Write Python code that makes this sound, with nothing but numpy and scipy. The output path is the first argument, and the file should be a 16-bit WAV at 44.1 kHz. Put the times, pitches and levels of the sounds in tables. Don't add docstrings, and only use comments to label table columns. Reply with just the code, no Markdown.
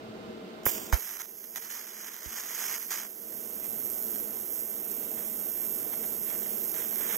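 import sys
import numpy as np
from scipy import signal
from scipy.fft import rfft, irfft, next_fast_len
from scipy.io import wavfile
from scipy.ndimage import uniform_filter1d

SR = 44100
rng = np.random.default_rng(int(sys.argv[2]) if len(sys.argv) > 2 else 0)


def amplitude_ratio(level_db):
    exponent = np.asarray(level_db, float) / 20
    return 10 ** exponent


def file_out(sig):
    cols = np.atleast_2d(sig).T
    lim = np.clip(cols, -1, 1)
    pcm = np.round(lim * 32767).astype(np.int16)
    wavfile.write(sys.argv[1], SR, pcm)


N = 316197
RIPPLE_HZ = 120
RUSH_FROM_S, RUSH_TO_S = .6545, .923

# pitch_hz, right_db, left_db, left_lead_rad, likeness_0_to_1
SHOP_COLOUR = [(34.3, -27, -18, 1.5, 1), (155, -13, -11, 0.5, 0.94), (228, -8, -6, 0.28, 0.89),
               (420, -3, -1.5, 1.24, 0.58), (740, -9.5, -15.5, 0.68, 0.99), (1410, -13, -17, 5, 0.51),
               (1940, -18.5, -23, 2.5, 0.26), (3470, -19.5, -20.5, 9, 0.037), (6700, -32.5, -36, -6.5, 0.1),
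               (8300, -32, -62, -6, .1), (9600, -38.5, -61, 5, .1), (10500, -39, -43, 12, .1),
               (12600, -35, -40, 5, .1), (15800, -47, -40, 26, .1)]
# pitch_hz, width_hz, level_db
FAN_CASING = [(216, 40, 10), (355, 50, 5), (465, 50, 6), (535, 60, -4), (640, 50, 5), (765, 50, 3),
              (1041, 25, 9)]
# time_s, level_db (at 170-590 Hz)
SHOP_LEVEL = [(0.0, -47.5), (0.54, -47), (0.8, -47), (0.94, -49), (1.02, -60), (2.16, -60.5), (2.48, -57.5),
              (3.15, -55.5), (3.41, -53), (3.85, -50), (4.53, -50.5), (5.29, -49.5), (5.67, -49.5),
              (5.89, -48.5), (7.17, -49.5)]
# centre_s, length_s, pitch_hz, level_db
RUMBLES = [
    (0.072, 0.042, 110, -52.5),
    (0.283, 0.076, 187, -49),
    (0.45, 0.03, 184, -43),
    (3.77, 0.097, 95, -59),
    (7.148, .04, 60, -66),
]

# time_s, pool_heat_0_to_1, mains_ripple_0_to_1, whine_db
WELD = [(.9, 0.05, 0.1, -73), (1.3, 0.01, 0.15, -58), (2.0, 0.01, 0, -53), (3.0, 0.06, 0.36, -46),
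        (3.3, 0.78, 0, -52), (3.7, 1, 0.3, -54), (4.15, 0.97, 0.44, -42), (4.4, 0.99, 0.1, -56),
        (4.8, 1, 0.25, -47), (5.3, 1, 0, -51), (6.3, 1, 0, -50), (7.17, 0.95, 0.25, -43)]
# time_s, main_hz, upper_hz
WHINE_PITCH = [(1, 13770, 14890), (3.1, 13766, 14890), (3.5, 13720, 15015)]
# ripple_multiple, level_db
WHINE_SIDES = [(-1, -3.5), (1, -5.5), (2, -11), (-2, -9), (4, -12)]
WHINE_PORTS_DB = [
    [-5],
    [-2],
]
WHINE_HEAT_RISE_DB = [
    [0],
    [8],
]

# start_s, left_db, right_db, pulse_length_ms, pulse_shape_rad, rattle_db
STRIKES = [
    (.6655, -15.5, -9, .19, .15, -33),
    (.92763, -13.5, -12.5, .25, 1.75, -23),
    (2.2609, -50, -34, .8, 3.3, -60),
]
# start_s, level_db, pitch_hz, fall_60db_s
PUFFS = [
    (.9305, -9, 57, .05),
    (.6648, -12, 430, .007),
    (.6655, -24, 120, .022),
    (2.2605, -36.5, 62, .065),
]

# low_hz, high_hz
BANDS_HZ = [(1200, 2500), (5200, 7500), (11000, 15500)]
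# pitch_hz, right_db, left_db, left_lead_rad, likeness_0_to_1
COLD_FIZZ = [(520, -10, -10, -.1, .5), (1210, -5, -12, .5, .7), (1890, -6, -4, 0, .9),
             (2300, -8, -10, .2, .8), (2760, -14, -15, 0, .7), (3000, -9, -11, .1, .95),
             (3270, -8.5, -13, -.4, .6), (3450, -8.5, -18, 2.5, .5), (3750, -9, -12.5, 3, .6),
             (3960, -10, -9.5, 2.3, .3), (4250, -9, -8, 1.9, .6), (4500, -11, -8, 2.7, .7),
             (4750, -11, -6, 5.3, .3), (5000, -8.5, -6, 6.2, .95), (5300, -6, -5, 6.3, 1),
             (5750, -6, -7.5, 7, .75), (6370, 0, -2, 6.7, .9), (6750, -2, -6, 6.8, .85),
             (7410, -7.5, -21, 7.6, .4), (7900, -6.5, -21, 7.9, .7), (8270, -8, -28, 7.8, .4),
             (8790, -16, -38, 10.2, .1), (9130, -18, -19, 7.5, .4), (9470, -7, -19, 8.2, .6)]
HOT_FIZZ = [(520, -1, -2, -.3, .4), (1030, -6, -12, .1, .4), (2070, -6, -6, -.1, .9),
            (2420, -10, -11, .3, .2), (2600, -10.5, -12, 0, .7), (2740, -13, -15, 1.5, .1),
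            (3000, -9, -12.5, 0, .7), (3270, -7.5, -14, -.2, .5), (3500, -7, -17.5, 2.6, .25),
            (3800, -9, -14.5, 3.1, .6), (3930, -13, -14, 3.1, .7), (4060, -13.5, -15, 1.5, .1),
            (4520, -14.5, -12.5, 2.8, .6), (4760, -18, -16, 3.14, .95), (4900, -18, -14, 4.4, .1),
            (5020, -16, -14, 6.1, .4), (5180, -10, -10, 6.28, .95), (5500, -10, -10, 6.3, 1),
            (5780, -13.5, -13.5, 6.3, 1), (6080, -7.5, -8.5, 6.3, 1), (6720, -5, -7, 6.4, .8),
            (7410, -7, -12, 5.9, .6), (7750, -4, -27, 7.6, .1), (8100, -1, -25, 7.7, .4),
            (8440, -1, -18, 8.2, .6), (8960, -4, -25, 7.4, .2), (9470, -10, -18, 3.8, .5)]
COLD_HISS = [(9130.0, -22.0, -27.0, 1.2, 0.4), (9820.0, -17.0, -28.0, 2.2, 0.4),
             (10850.0, -11.0, -17.0, 3.0, 0.8), (11100.0, -9.0, -17.5, 3.0, 0.8),
             (11400.0, -12.5, -21.0, 3.0, 0.6), (11890.0, -7.0, -22.0, 3.0, 0.3),
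             (12400.0, -5.0, -16.0, 4.3, 0.8), (12580.0, 0.0, -11.0, 4.1, 0.9),
             (12750.0, 0.0, -12.0, 4.1, 0.9), (13260.0, -7.0, -20.0, 4.9, 0.6),
             (13780.0, -13.0, -17.0, 6.0, 0.7), (14350.0, -22.0, -23.0, 7.6, 0.4),
             (14870.0, -9.0, -21.0, 8.8, 0.6), (15330.0, -14.0, -18.0, 9.4, 0.6),
             (15680.0, -10.0, -17.0, 9.2, 0.8), (15770.0, -22.0, -30.0, 9.2, 0.8),
             (15850.0, -26.0, -34.0, 9.2, 0.8)]
HOT_HISS = [(9130, -24, -37, -1.6, .2), (9470, -24, -29, -3.1, .4), (9800, -25, -28, -3.1, .75),
            (10200, -26, -28, -2.8, .5), (10510, -20, -33, -4.6, .35), (10800, -15, -26, -4.2, .75),
            (11200, -10, -20, -3.9, .9), (11500, -12, -22, -4, .9), (11750, -17, -27, -4.6, .6),
            (12000, -10, -26, -2.5, .4), (12400, 0, -16, -2.6, .8), (12720, -7, -14, -2.8, .95),
            (13150, -3, -16, -2.9, .95), (13780, -3.5, -14, -2.3, .95), (14250, -11.5, -22.5, -1.7, .8),
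            (14600, -18, -24, -1.4, .7), (14990, -17, -19, -1.3, .75), (15300, -22.5, -25, -1.6, .5),
            (15680, -23, -26.5, -1.3, .3), (15850, -30, -33, 0, .2)]
GAS_START = [(690, -5, -9, .6, .6), (1150, -12, -20, 2.4, .2), (1900, -14, -17, -.4, .5),
             (2400, -14, -15, .5, .3), (2750, -17, -15, .1, .4), (3220, -10, -14, -.1, .6),
             (3700, -14, -15, -3, .6), (4360, -25, -15, -4, .3), (4750, -22, -13, -6, .3),
             (5100, -16, -14, -6.28, 1), (5500, -12, -12.5, -6.1, .9), (6300, -12, -15.5, -5.7, .85),
             (6890, -5.5, -14, -5.6, .7), (7500, -7, -27, -4.8, .3), (8040, -9.5, -27, -4.6, .5),
             (8600, -10, -39, -4.5, .3), (9190, -11, -23, -4, .2), (9600, -12, -26, -2.7, .3),
             (10110, -17, -23, -2.7, .3), (10700, -13, -19, -3.5, .5), (11500, -7, -17, -3, .75),
             (11940, 0, -13, -2.9, .8), (14240, -11, -17, 0, .5), (15390, -3, -15, 2.8, .4),
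             (15850, -8, -20, 3, .7)]
# pitch_hz, width_hz, level_db
COLD_DIPS = [(12680, 350, -4), (13750, 500, -6)]
HOT_DIPS = [(12480, 400, -4.5), (13780, 500, -5)]
# pitch_hz, width_hz, level_db
BLAST_CUP = [(10800, 500, 8), (11900, 500, -8), (12800, 900, 9), (14600, 900, 3)]
RUSH_CUP = [(10000, 900, -1), (11700, 350, 3), (12500, 500, -4), (13350, 500, 4), (15500, 400, 2)]
# time_s, hiss_db
BURN = [(.93, -38), (1.0, -40), (1.23, -47.5), (1.55, -44.5), (2.2, -51), (2.8, -40.5), (3.1, -46),
        (3.25, -44.5), (3.35, -41), (3.6, -40.5), (3.7, -37.5), (4.1, -36), (4.3, -38), (4.6, -36.5),
        (4.82, -37.5), (5.4, -35), (6.0, -35), (7.17, -35)]
# start_s, length_s, first_db, last_db
SPELLS = [(0.634, .003, -58, -60), (.643, .011, -66, -64), (0.925, 0.071, -41.5, -58),
          (0.995, 0.18, -55, -55), (1.188, 0.033, -56, -48.5), (1.226, 0.031, -60, -62),
          (1.56, 0.044, -48.5, -57), (1.615, 0.088, -54.5, -57), (1.702, 0.16, -49.5, -57.5),
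          (1.868, 0.22, -57, -51.5), (2.095, 0.13, -57.5, -57), (2.219, 0.19, -55.5, -47),
          (2.412, 0.26, -53, -44), (2.675, 0.09, -44, -48), (2.768, 0.017, -50, -54),
          (2.796, 0.062, -54.5, -60), (2.883, .02, -62, -52), (2.906, 0.088, -43, -51),
          (2.996, 0.061, -50.5, -55.5), (3.059, 0.027, -57, -70), (3.623, 0.037, -61, -54.5),
          (5.172, .25, -56, -70), (5.546, 0.12, -62, -60), (5.922, 0.025, -54, -50),
          (6.03, 0.026, -55, -59), (6.264, 0.029, -56, -53), (6.298, 0.022, -50.5, -48),
          (6.32, 0.044, -54, -56), (6.42, 0.047, -54, -54), (6.47, .03, -55, -62),
          (6.741, 0.13, -47.5, -55), (6.863, 0.15, -59, -51), (7.003, 0.156, -48.5, -44.5)]
# sputter_db, fizz_db, hiss_db
BURN_COLD_DB = (-23, -13.5, -4.5)
BURN_HOT_DB = (-27, -13.5, -2.5)
SPELL_COLD_DB = (0.1, 3.5, 4)
SPELL_HOT_DB = (-0.4, 0, -1)
# sputter_db, fizz_db, hiss_db; the fall is in dB per second
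BLAST_DB = (-42.5, -50, -24)
RUSH_DB = (-49, -39.5, -32.5)
RUSH_FALL_DB_S = (49, 55, 79)
# start_s, peak_db
TICKS = [(.6656, -20), (.6735, -25), (.9272, -32), (.9346, -21.5), (.9383, -27), (.9427, -19), (.948, -33),
         (.998, -33), (1.0494, -34), (1.0744, -29), (1.092, -26), (1.112, -27), (1.139, -30), (1.16, -36),
         (1.171, -28), (1.1815, -35), (1.201, -28), (1.206, -28), (1.2132, -30), (1.2166, -28),
         (1.2425, -37), (1.251, -43), (1.2573, -34), (1.4075, -49), (1.432, -40), (1.4411, -34),
         (1.45, -36), (1.484, -49), (1.5515, -34), (1.5599, -19.5), (1.561, -31), (1.5676, -29),
         (1.5739, -25), (1.5792, -38), (1.5882, -38), (1.6577, -33), (2.0805, -39), (2.0914, -29),
         (2.1433, -29), (2.1653, -27), (2.186, -44), (2.232, -30.5), (2.6794, -31), (2.822, -37),
         (2.8285, -29), (2.8392, -42), (2.843, -39), (2.9095, -38), (2.917, -36), (2.9221, -34),
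         (3.057, -50), (3.3261, -34.5), (3.8057, -33), (4.16, -33), (5.3227, -39), (6.462, -30),
         (6.7547, -33), (6.7761, -40), (6.822, -25), (7.147, -27)]
# start_s, peak_db
SNAPS = [(1.7924, -31), (2.0454, -14), (2.1242, -22), (2.4365, -13.5), (3.6442, -29), (5.1897, -18),
         (5.9327, -20), (5.9418, -25), (6.0425, -14), (6.3002, -29), (6.314, -29), (6.4279, -36),
         (6.7412, -31), (6.7986, -31), (7.0006, -28), (7.037, -36), (7.059, -17), (7.0989, -29)]
BOUNCE_SAMPLES = (23, 7, 7)
BOUNCE_KEEP = (0.11, 0.58, 0.32)

# pitch_hz, width_hz, level_db
SHADOW_LEFT = [(3350, 98, -27), (5046, 18, -26), (8100, 77, 2), (8940, 200, 2), (10350, 38, -21)]
SHADOW_RIGHT = [(4240, 44, 3), (4730, 56, 6.5), (9280, 81, -23)]
# pitch_hz, level_db
TROUGH_MUTE = [(2300, -11), (2750, -9), (3200, -12), (3700, -8), (3950, -5.5), (4300, -7), (4600, -6.5),
               (4780, -3.5), (5100, -13), (5750, -8), (8500, -15), (9200, -15), (10000, -14.5),
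               (10400, -20)]


def level(x, lo_hz, hi_hz):
    sos = signal.butter(4, [lo_hz, hi_hz], "band", fs=SR, output="sos")
    band = signal.sosfilt(sos, x.mean(axis=0))
    return x / np.sqrt(np.mean(band ** 2))


def curves(table, before=None):
    s, *columns = np.transpose(table)
    return [np.interp(np.arange(N) / SR, s, c, left=before) for c in columns]


def walk(rate):
    k = int(SR / rate)
    steps = np.repeat(rng.standard_normal(N // k + 1), k)
    return 0.866 * uniform_filter1d(uniform_filter1d(steps, k), k)[:N]


def rings(modes):
    return lambda hz: amplitude_ratio(sum(db / (1 + (2 * (hz - f) / w) ** 2) for f, w, db in modes))


def ports(direct, diffuse, table, shape=lambda hz: 1):
    size = next_fast_len(N + 4096)
    hz = np.maximum(np.fft.rfftfreq(size, 1 / SR), 1)
    at, right_db, left_db, lead, like = np.transpose(table)

    def read(column, **ends):
        return np.interp(np.log(hz), np.log(at), column, **ends)

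    like = np.clip(read(like), 0, 1)
    direct = rfft(direct, size)
    left = like * direct * np.exp(1j * read(lead)) + np.sqrt(1 - like ** 2) * rfft(diffuse, size)
    left = left * amplitude_ratio(read(left_db, left=-90, right=-90))
    right = direct * amplitude_ratio(read(right_db, left=-98, right=-90))
    return irfft(np.array([left, right]) * shape(hz), size)[:, :N]


def shop():
    t = np.arange(N) / SR
    shop_db = curves(SHOP_LEVEL)[0]
    air = rng.standard_normal((2, N)) * amplitude_ratio(1.0 * walk(11))
    hum = amplitude_ratio(-10 + .6 * walk(4.5)) * np.sin(2 * np.pi * np.cumsum(638 + 0.85 * walk(5.12)) / SR)
    hum = hum * amplitude_ratio(0.11 * (-46.5 - shop_db))
    blade = amplitude_ratio(-21.5 + 1.5 * walk(2.5)) * np.sin(2 * np.pi * 2087 * t)
    fan = level(ports(*air, SHOP_COLOUR, rings(FAN_CASING)), lo_hz=168, hi_hz=590)
    out = (fan + hum + blade) * amplitude_ratio(shop_db + 1)
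    bass = signal.sosfiltfilt(signal.butter(2, 151, fs=SR, output="sos"), out)
    bass_db = 0.57 * (np.minimum(shop_db, -51) + 51.5) + 2 * walk(5.7)
    out = out + bass * (amplitude_ratio(bass_db) - 1)
    for s, length, hz, db in RUMBLES:
        sos = signal.butter(2, [1.01 * hz, 1.29 * hz], "band", fs=SR, output="sos")
        shake = signal.sosfilt(sos, rng.standard_normal(N))
        out = out + amplitude_ratio(db) * shake / shake.std() * np.exp(-((t - s) / length) ** 2)
    return out


def whine():
    heat, _, db = curves(WELD)
    hz, upper_hz = curves(WHINE_PITCH)
    t = np.arange(N) / SR
    phase = 2 * np.pi * np.cumsum(hz + 2.0 * walk(30)) / SR
    tone = np.sin(phase)
    for k, side_db in WHINE_SIDES:
        side = np.sin(phase + 2 * np.pi * k * RIPPLE_HZ * t)
        tone = tone + heat * amplitude_ratio(side_db + 2.0 * walk(3.8)) * side
    upper = np.sin(2 * np.pi * np.cumsum(upper_hz + 12 * walk(30)) / SR)
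    tone = tone + amplitude_ratio(-13 + 9 * (1 - heat)) * upper
    tone = tone * amplitude_ratio(db + 2.0 * walk(6)) * (t > STRIKES[1][0])
    ports_db = np.array(WHINE_PORTS_DB) + np.array(WHINE_HEAT_RISE_DB) * heat
    return amplitude_ratio(ports_db) * np.array([np.roll(tone, 1), tone])


def strikes():
    out, t = np.zeros((2, N)), np.arange(N) / SR
    sos = signal.butter(2, [450, 2100], "band", fs=SR, output="sos")
    for s, left_db, right_db, ms, shape, rattle_db in STRIKES:
        u = (t - s) * 1000 / ms
        pulse = np.cos(u * np.pi / 2 + shape) * np.exp(-u ** 2 / 2)
        out += amplitude_ratio(np.array([[left_db], [right_db]])) * pulse
        rattle = signal.sosfilt(sos, rng.standard_normal((2, N)))
        dying = (t > s) * amplitude_ratio(-60 * np.abs(t - s) / 0.17)
        out += amplitude_ratio(rattle_db + 5.5) * rattle * dying
    for s, db, hz, fall_s in PUFFS:
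        age = np.maximum(t - s, 0)
        swell = amplitude_ratio(db - 60 * (age / fall_s) ** 2) * (1 - np.exp(-age / 0.0021))
        out += swell * np.sin(2 * np.pi * hz * age) * np.array([[.08], [1]])
    return out


def discharges(share, spread_db, smear_s):
    sparks = (rng.random(N) < share) * amplitude_ratio(spread_db * rng.exponential(size=N))
    keep = np.exp(-1 / (smear_s * SR))
    strength = signal.lfilter([1 - keep], [1, -keep], sparks)
    return strength / strength.mean()


def band_gains(heat):
    t = np.arange(N) / SR
    spells = np.zeros(N)
    for s, length, first_db, last_db in SPELLS:
        count = int(length * SR)
        spells[int(s * SR):][:count] += amplitude_ratio(np.linspace(first_db, last_db, count)) ** 2
    spells = uniform_filter1d(spells, int(.004 * SR))

    def blend(cold, hot):
        return np.outer(cold, 1 - heat) + np.outer(hot, heat)

    power = amplitude_ratio(curves(BURN, before=-120)[0] + blend(BURN_COLD_DB, BURN_HOT_DB)) ** 2
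    power += np.maximum(spells, 0) * amplitude_ratio(blend(SPELL_COLD_DB, SPELL_HOT_DB)) ** 2
    age = np.clip(t - RUSH_FROM_S, 0, 1)
    blast = amplitude_ratio(np.add.outer(BLAST_DB, -420 * np.abs(age - 0.0094)))
    rush = amplitude_ratio(np.array(RUSH_DB)[:, None] - np.outer(RUSH_FALL_DB_S, age))
    rushing = (t > RUSH_FROM_S) & (t < RUSH_TO_S)
    return np.sqrt(power + (blast ** 2 + rush ** 2) * rushing)


def singing(heat):
    cold_hz, hot_hz, wander_hz = 12645, 12415, 16
    wander = wander_hz * (.35 + heat) * (walk(4.4) + walk(60) + walk(300))
    phase = 2 * np.pi * np.cumsum(cold_hz + (hot_hz - cold_hz) * heat + wander) / SR
    phase = phase + np.array([[-2.4], [0]])
    side = np.sin(phase - 2 * np.pi * RIPPLE_HZ * np.arange(N) / SR)
    side = heat * amplitude_ratio(-4 + 3 * walk(4.5)) * side
    ports_db = np.array([[-15], [-1]]) + 3.5 * (1.5 - heat) + 2.9 * walk(7.8)
    return amplitude_ratio(ports_db) * (np.sin(phase) + side)


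def upper(hz):
    return 1 / (1 + np.exp(np.clip((4100 - hz) / 250, -50, 50)))


def lower(hz):
    return (1 - upper(hz)) / (1 + (650 / hz) ** 4)


def top(hz):
    return upper(hz - 5000)


def middle(hz):
    return upper(hz) - top(hz)


def arc():
    t = np.arange(N) / SR
    heat, ripple, _ = curves(WELD)
    heat = np.clip(heat, 0, 1)
    first = t < RUSH_TO_S
    fresh = np.exp(-(np.clip(t - RUSH_FROM_S, 0, 1) / 0.036) ** 2)
    strength = discharges(share=.06, spread_db=1.2, smear_s=.0002)
    mains = np.cos(2 * np.pi * RIPPLE_HZ * t - .3 + .4 * walk(1.2))
    flicker = amplitude_ratio(0.91 * walk(24.7))

    click_s, click_db = np.transpose(np.concatenate([TICKS, np.add(SNAPS, [0, -12])]))
    at = (click_s * SR).astype(int)
    treble_db = click_db + np.repeat([2.5, -14], [len(TICKS), len(SNAPS)])

    layers = [(COLD_FIZZ, HOT_FIZZ, lower, lower, lower, .2, .6, click_db, 3),
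              (COLD_FIZZ, HOT_FIZZ, middle, upper, upper, .4, .45, click_db, -1.5),
              (COLD_HISS, HOT_HISS, top, rings(COLD_DIPS), rings(HOT_DIPS), 1, .35, treble_db, 3)]
    out = 0
    gains = band_gains(heat)
    for layer, band, bounce, keep, gain in zip(layers, BANDS_HZ, BOUNCE_SAMPLES, BOUNCE_KEEP, gains):
        cold, hot, first_shape, cold_shape, hot_shape, depth, grain, peak_db, trim_db = layer

        def mix(x):
            cold_part = np.sqrt(1 - heat) * ports(*x, cold, cold_shape)
            return cold_part + np.sqrt(heat) * ports(*x, hot, hot_shape)

        def gas(x, cup):
            return level(ports(*x, GAS_START, lambda hz: first_shape(hz) * rings(cup)(hz)), *band)

        burn = (1 - grain + grain * strength) * (1 + depth * ripple * mains) * flicker
        burn = burn * rng.standard_normal((2, N))
        start = fresh * gas(burn, BLAST_CUP) + (1 - fresh) * gas(burn, RUSH_CUP)
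        noise = np.where(first, start, level(mix(burn), *band))

        click = np.zeros((2, N))
        click[:, at] = amplitude_ratio(peak_db + trim_db - 7.5)
        click = signal.lfilter([1], np.r_[1, np.zeros(bounce - 1), -keep], click)
        click[1] = np.roll(click[1], 9)
        impulse = np.eye(1, N, N // 2).repeat(2, 0)
        unit = np.abs(ports(*impulse, cold, cold_shape).mean(axis=0)).max()
        out = out + gain * noise + mix(click) / unit
    return out + gains[2] * ~first * singing(heat)


def scene():
    return shop() + whine() + strikes() + arc()


def mute_masked(x):
    lead, top_hz, wide_hz = 758, 11000, 9640
    hz, s, cells = signal.stft(np.pad(x, [(0, 0), (lead, 0)]), SR, "cosine", nperseg=2048)
    span = ((hz > 2300) & (hz < top_hz))[:, None] & (s > RUSH_FROM_S)
    power = np.abs(cells) ** 2
    near = uniform_filter1d(power, size=7, axis=1)
    around = uniform_filter1d(power, size=91, axis=1)
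    masked = near < around * amplitude_ratio(-7.5) ** 2
    left, right = cells * ~(masked & span)

    pair = np.array([left + right, left - right]) / 2
    power = uniform_filter1d(np.abs(pair) ** 2, size=2, axis=2)
    high, bins = hz > wide_hz, np.arange(len(hz))
    blocks = np.where(high, bins // 32 * 32 + 16 * (hz < top_hz), bins // 7 * 7 + 3)
    wide_band = uniform_filter1d(power, size=32, axis=1)
    narrow_band = uniform_filter1d(power, size=7, axis=1)
    band = np.where(high[:, None], wide_band, narrow_band)[:, blocks]
    around = uniform_filter1d(power.sum(axis=0), size=181, axis=0)
    trough_db = np.interp(hz, *np.transpose(TROUGH_MUTE))[:, None]
    trough_db = trough_db + 2.6 * rng.standard_normal(pair.shape)[:, blocks]
    under_partner = band < band[::-1] * amplitude_ratio(-8.5) ** 2
    in_trough = band < around * amplitude_ratio(trough_db) ** 2
    mid, side = pair * ~((under_partner | in_trough) & span)
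    stereo = np.array([mid + side, mid - side])
    return signal.istft(stereo, SR, "cosine", nperseg=2048)[1][:, lead:lead + N]


def roll_off(x):
    return signal.sosfilt(signal.butter(12, 16050, fs=SR, output="sos"), x)


def record(dry):
    size = next_fast_len(N + 4096)
    hz = np.fft.rfftfreq(size, 1 / SR)
    shadows = np.array([rings(SHADOW_LEFT)(hz), rings(SHADOW_RIGHT)(hz)])
    shaded = irfft(rfft(dry, size) * shadows, size)[:, :N]
    return roll_off(mute_masked(shaded))


dry = scene()
out = record(dry)
file_out(out)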